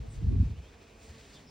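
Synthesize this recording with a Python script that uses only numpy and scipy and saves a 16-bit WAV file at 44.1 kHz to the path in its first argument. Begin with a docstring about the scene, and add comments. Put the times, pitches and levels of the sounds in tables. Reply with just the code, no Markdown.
"""Honeybees on a lawn

Bees hum faintly at a hive, their beating wings swelling and fading as they fly by.
Early on, one gust of wind shakes the microphone with rumbles and thumps, then dies away.
Grass blades slip past each other and rustle softly, mostly in the second half.
A brief, high swish, then thin chirps and one held note sound over a steady background hiss."""
import sys
import numpy as np
from scipy import signal
from scipy.fft import rfft, irfft
from scipy.io import wavfile
from scipy.ndimage import uniform_filter1d

SR = 44100
rng = np.random.default_rng(int(sys.argv[2]) if len(sys.argv) > 2 else 0)


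def to_wav(sig):
    """Store sig (one row per channel, or 1-D mono) as 16-bit WAV at the path in sys.argv[1].

    Samples outside -1..1 are clipped; the rate is SR.
    """
    pcm = np.clip(np.atleast_2d(sig), -1, 1) * 32767
    pcm = np.round(pcm).astype(np.int16)
    wavfile.write(sys.argv[1], SR, pcm.T)  # frames by channels


N = 66150
t = np.arange(N) / SR
freqs = np.fft.rfftfreq(N, 1 / SR)

# Passing bees (wingbeat [Hz], level [dB], pitch wander [share of wingbeat], left minus right [dB],
# time when nearest [s], half length [s])
BEE_PASSES = [(225.7, -67, 0.0069, -7, 0.28, 0.46), (226.5, -64, 0.0074, -3, 1.09, 0.29),
              (220.7, -67.5, 0.02, -7.5, 0.034, 0.32), (235.8, -64.5, .025, -4.5, .75, 0.12),
              (204, -68, 0.025, -5.5, 0.75, 0.18), (202.2, -65.5, 0.012, -5, 1.327, 0.096),
              (277.4, -76.5, 0.0235, -11, 0.795, .5), (137.2, -67, 0.013, -0.5, 1.406, 0.23)]
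# Wing harmonics: tones at 1 to 5 times the wingbeat (relative level [dB])
WING_HARMONICS = [-3.5, -2, -8.5, -21.5, -14.5]
BEE_JITTER, BEE_DOPPLER = .011, 0.00601  # shares of the wingbeat: quick wobble, pitch fall on passing
BEE_SWELL_DB, BEE_SPREAD_RAD = 0.5, 0.098  # slow drifts in level and in left-right timing

# Tone of the wind on the microphone (frequency [Hz], relative level [dB])
WIND_SPECTRUM = [(20, -16), (33, -6.5), (55, 4.5), (100, -1), (135, -2.5), (180, -16), (240, -15),
                 (310, -27), (390, -27.5), (470, -53.5), (900, -62.5), (2000, -87)]
# The gust's deep rumble (time [s], level before trim [dB])
RUMBLE_LEVELS = [(0, -34.5), (.06, -53), (.087, -38), (.115, -47), (.152, -50), (.18, -36), (.218, -42),
                 (.243, -29), (.282, -29.5), (.326, -31), (.36, -27), (.39, -27), (.418, -29.5),
                 (.438, -33), (.465, -28.5), (.495, -39.5), (.527, -37.5), (.553, -54.5), (.595, -53),
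                 (.625, -50), (.66, -57), (.8, -62), (1.07, -59.5), (1.15, -59), (1.25, -62.5), (1.5, -68)]
# The gust's higher flutter (time [s], level before trim [dB])
FLUTTER_LEVELS = [(0, -49.5), (.1, -63), (.14, -51.5), (.2, -75), (.245, -39), (.295, -43.5), (.335, -37.5),
                  (.38, -40), (.415, -33), (.45, -57.5), (.49, -53.5), (.55, -55), (.61, -56), (.67, -73.5),
                  (1.06, -76), (1.11, -57), (1.19, -67), (1.5, -56)]
RUMBLE_TRIM_DB, FLUTTER_TRIM_DB, FLUTTER_ABOVE_HZ = 1.5, -0.5, 137
# Single eddies, or whirls of air, hitting the microphone
# (peak time [s], half length [s], pitch [Hz], level [dB])
EDDY_THUMPS = [(0.22, .005, 304, -47), (.231, 0.0088, 168.5, -37), (.266, 0.0082, 199.5, -34),
               (0.28, .013, 81.3, -25.5), (0.328, 0.0041, 281, -38), (.349, 0.0065, 386, -47),
               (.362, 0.0031, 214, -34), (.403, 0.0045, 168.5, -26), (.41, 0.0071, 92, -18.5),
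               (.431, 0.0036, 233, -29), (.463, .008, 161, -47.5), (.503, 0.0033, 183, -41),
               (0.519, 0.012, 70.7, -37), (0.594, 0.011, 76.8, -38), (1.106, .013, 76, -42.5)]
# Puffs of air (peak time [s], half length [s], relative level [dB], upper edge [Hz])
AIR_PUFFS = [(0, 0.015, -57, 100), (0.045, 0.025, -53.5, 530), (0.182, 0.016, -48, 192),
             (0.261, 0.038, -45.5, 139), (0.329, 0.034, -38, 195), (0.416, 0.018, -42, 127.7),
             (0.499, 0.031, -55, 119), (0.575, 0.015, -57, 130)]
PUFF_LOW_HZ, PUFF_SLOPE, PUFF_MID_DB, PUFF_SIDE_DB = 68, 2.77, -12, 2

# Swishes of grass (peak time [s], half length [s], level before tilt [dB], tilt [dB per octave])
GRASS_SWISHES = [(0.157, 0.033, -66, 3.5), (0.738, 0.024, -69, -8), (1.054, 0.046, -63.5, 5),
                 (1.127, 0.033, -62, -1.5), (1.211, 0.058, -60.5, 0), (1.292, 0.039, -62.5, 0.5),
                 (1.347, 0.022, -61, 2.5), (1.401, 0.024, -62.5, -1)]
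# Spectrum of the rustling hiss; near 10.5 kHz the middle channel falls almost silent. "Middle" is what left and
# right share; "side" is how they differ. (frequency [Hz], relative middle level [dB], relative side level [dB])
RUSTLE_SPECTRUM = [(303, -11, -25), (910, -9, -7), (1760, 10, -1), (3080, 6, -4), (4470, 7.5, -37.5),
                   (6260, 1.5, 4), (8820, -4, 1), (10500, -54.5, -6.5), (15200, -10, -7)]
TICKS_PER_S, TICK_SCATTER_DB, TICK_SHARE, GRASS_PIVOT_HZ = 3500, 2, 0.3, 3440

# A brief, high swish, then thin chirps and one held note (peak time [s], half length [s],
# pitch [Hz], glide [Hz per s], blur [Hz], middle level [dB], side minus middle [dB])
HIGH_SOUNDS = [(0.126, .022, 7950, -14000, 580, -67.5, 7), (0.574, .016, 3030, 12000, 170, -68, -12),
               (0.665, .022, 3320, 6998.5, 170, -68, -14), (0.806, 0.42, 2466, 0.5, 185, -70.5, -21),
               (1.35, 0.02, 4640, -9000, 714, -60, -43), (1.359, 0.016, 3505, 3995, 90, -60.5, -23),
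               (1.375, .011, 3280, -6000, 250, -59.5, -13), (1.49, 0.02, 5210, -2000, 330, -62, -18)]

# Spectrum of the steady background hiss; near 11 kHz the middle channel falls almost silent (frequency [Hz],
# relative middle level [dB], relative side level [dB])
HISS_SPECTRUM = [(25.4, -11, -19.5), (46, 8, -16.5), (75, 9.5, -9.5), (135, -3, -22), (238, 1, -20),
                 (340, 2, -19.5), (492, 0, -8.5), (607, -4.5, -9), (850, -5.5, -9), (1390, -9.5, -15.5),
                 (2030, -9, -25), (2740, -10.5, -12.5), (4130, -12.5, -54), (5570, -15.5, -19),
                 (6800, -20, -19), (8830, -25.5, -19.5), (10700, -63.5, -23.5), (15240, -27, -29)]
HISS_DB, HISS_FLICKER_DB = -58, 0.78


def bees():
    """Each bee beats its wings at its own wavering rate and swells and fades as it flies by."""
    out = np.zeros((2, N))
    gains = undb(WING_HARMONICS) / np.sqrt(np.sum(undb(WING_HARMONICS) ** 2) / 2)
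    for hz, db, wander, pan_db, at, half in BEE_PASSES:
        passing = BEE_DOPPLER * np.tanh((t - at) / half)  # higher coming, lower going
        wingbeat_hz = hz * (1 + wander * drift(3.11) + BEE_JITTER * drift(45) - passing)
        phase = 2 * np.pi * np.cumsum(wingbeat_hz) / SR + stereo(0, BEE_SPREAD_RAD * drift(0.59))
        hum = sum(gain * undb(4.3 * drift(19)) * np.sin(k * phase + rng.uniform(0, 2 * np.pi))
                  for k, gain in enumerate(gains, 1))  # each harmonic flickers on its own
        balance_db = stereo(0, np.array([pan_db / 2]))
        out += hum * swell(at, half) * undb(db + BEE_SWELL_DB * drift(1.6) + balance_db)
    return out


def gust():
    """The gust shakes left and right alike: large eddies rumble, small ones flutter on top."""
    swirl = turbulence()
    keep_highs = 1 - 1 / (1 + (freqs / FLUTTER_ABOVE_HZ) ** 6)
    flutter = shaped(swirl, keep_highs)
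    rumble_db = np.interp(t, *np.array(RUMBLE_LEVELS).T) + RUMBLE_TRIM_DB
    flutter_db = np.interp(t, *np.array(FLUTTER_LEVELS).T) + FLUTTER_TRIM_DB
    return undb(rumble_db) * unit(swirl - flutter) + undb(flutter_db) * unit(flutter)


def turbulence():
    """Rumbling swings of air pressure, kept fairly even in strength."""
    rumble = shaped(noise(), tone_curve(WIND_SPECTRUM))
    power = abs(signal.hilbert(rumble)) ** 2
    smooth_power = uniform_filter1d(uniform_filter1d(power, size=900), size=900)
    return unit(rumble / np.sqrt(smooth_power))


def thumps():
    """Each eddy rocks the air at the microphone for a few cycles: a dull thump."""
    out = np.zeros(N)
    for at, half, hz, db in EDDY_THUMPS:
        phase = 2 * np.pi * hz * (t - at) + rng.uniform(0, 2 * np.pi)
        out += np.sqrt(2) * undb(db) * swell(at, half) * np.sin(phase)
    return out


def puffs():
    """Short, low swirls of air that push differently on the left and the right."""
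    out = np.zeros((2, N))
    for at, half, db, edge_hz in AIR_PUFFS:
        low_cut = freqs / np.hypot(freqs, PUFF_LOW_HZ)
        band = low_cut / np.sqrt(1 + (freqs / edge_hz) ** (2 * PUFF_SLOPE))
        mid, side = (unit(shaped(noise(), band)) for _ in range(2))
        out += undb(db) * swell(at, half) * stereo(undb(PUFF_MID_DB) * mid, undb(PUFF_SIDE_DB) * side)
    return out


def grass():
    """Grass rustles in soft swishes; an upward tilt makes one brighter, a downward tilt duller."""
    octaves = np.log2(np.clip(freqs, 1000, 8000) / GRASS_PIVOT_HZ)
    out = np.zeros((2, N))
    for at, half, db, tilt in GRASS_SWISHES:
        rustle = shaped(widen(RUSTLE_SPECTRUM, blades), undb(tilt * octaves))
        out += undb(db) * swell(at, half) * rustle
    return out * undb(0.85 * drift(25))  # the level flickers slightly


def blades():
    """Tiny ticks of grass blades slipping past each other, in a smooth hiss."""
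    slips = (rng.random(N) < TICKS_PER_S / SR) * np.sign(noise())
    ticks = slips * undb(TICK_SCATTER_DB * np.minimum(rng.exponential(size=N), 5))
    return np.sqrt(TICK_SHARE) * unit(ticks) + np.sqrt(1 - TICK_SHARE) * noise()


def high_sounds():
    """Narrow bands of noise make a brief, high swish, then thin chirps and one held note."""
    out = np.zeros((2, N))
    for at, half, hz, glide, blur, db, side_db in HIGH_SOUNDS:
        pitch_hz = hz + glide * np.clip(t - at, -2 * half, 2 * half)
        phase = 2 * np.pi * np.cumsum(pitch_hz) / SR
        mid, side = (unit(drift(blur) * np.cos(phase) + drift(blur) * np.sin(phase)) for _ in range(2))
        out += undb(db) * swell(at, half) * stereo(mid, undb(side_db) * side)
    return out


def background():
    """The garden and the crowded hive blend into a steady hiss."""
    return widen(HISS_SPECTRUM, noise) * undb(HISS_DB + HISS_FLICKER_DB * drift(16))


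def undb(db):
    """Turn decibels into a multiplier."""
    return 10 ** (np.asarray(db) / 20)


def unit(x):
    """Scale to an average strength (rms) of 1."""
    return x / np.sqrt(np.mean(x ** 2))


def noise():
    """White noise: a plain hiss."""
    return rng.standard_normal(N)


def shaped(sound, gains):
    """Turn each frequency up or down by its gain."""
    return irfft(rfft(sound) * gains, N)


def drift(rate):
    """A smooth random wobble of strength 1, changing about rate times a second."""
    return unit(shaped(noise(), np.exp(-.5 * (freqs / rate) ** 2) * (freqs > 0)))


def swell(at, half):
    """A rounded rise and fall, at about 60% one half length from its peak."""
    return np.exp(-.5 * ((t - at) / half) ** 2)


def tone_curve(table, column=1):
    """Join a spectrum's points into a gain for every frequency."""
    table = np.array(table)
    return undb(np.interp(np.log(freqs + 1), np.log(table[:, 0]), table[:, column]))


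def stereo(mid, side):
    """Turn middle and side into left and right."""
    return np.array([mid + side, mid - side])


def widen(table, source):
    """Make stereo from two runs of a source: a middle of strength 1 and a side."""
    mid, side = (shaped(source(), tone_curve(table, column)) for column in (1, 2))
    return stereo(mid, side) / np.std(mid)


def scene():
    """Everything heard beside the hive."""
    return gust() + thumps() + puffs() + bees() + background() + grass() + high_sounds()


def record(dry):
    """The sound fades in quickly and loses its deepest bass and highest treble."""
    fade_in = np.sin(np.pi / 2 * np.minimum(t / .004, 1)) ** 2
    bass_cut = signal.butter(2, 22, "high", fs=SR, output="sos")  # below 22 Hz
    treble_cut = signal.ellip(8, .2, 70, 15750, fs=SR, output="sos")  # above 15750 Hz
    return signal.sosfilt(treble_cut, signal.sosfilt(bass_cut, dry * fade_in))


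dry = scene()
out = record(dry)
to_wav(out)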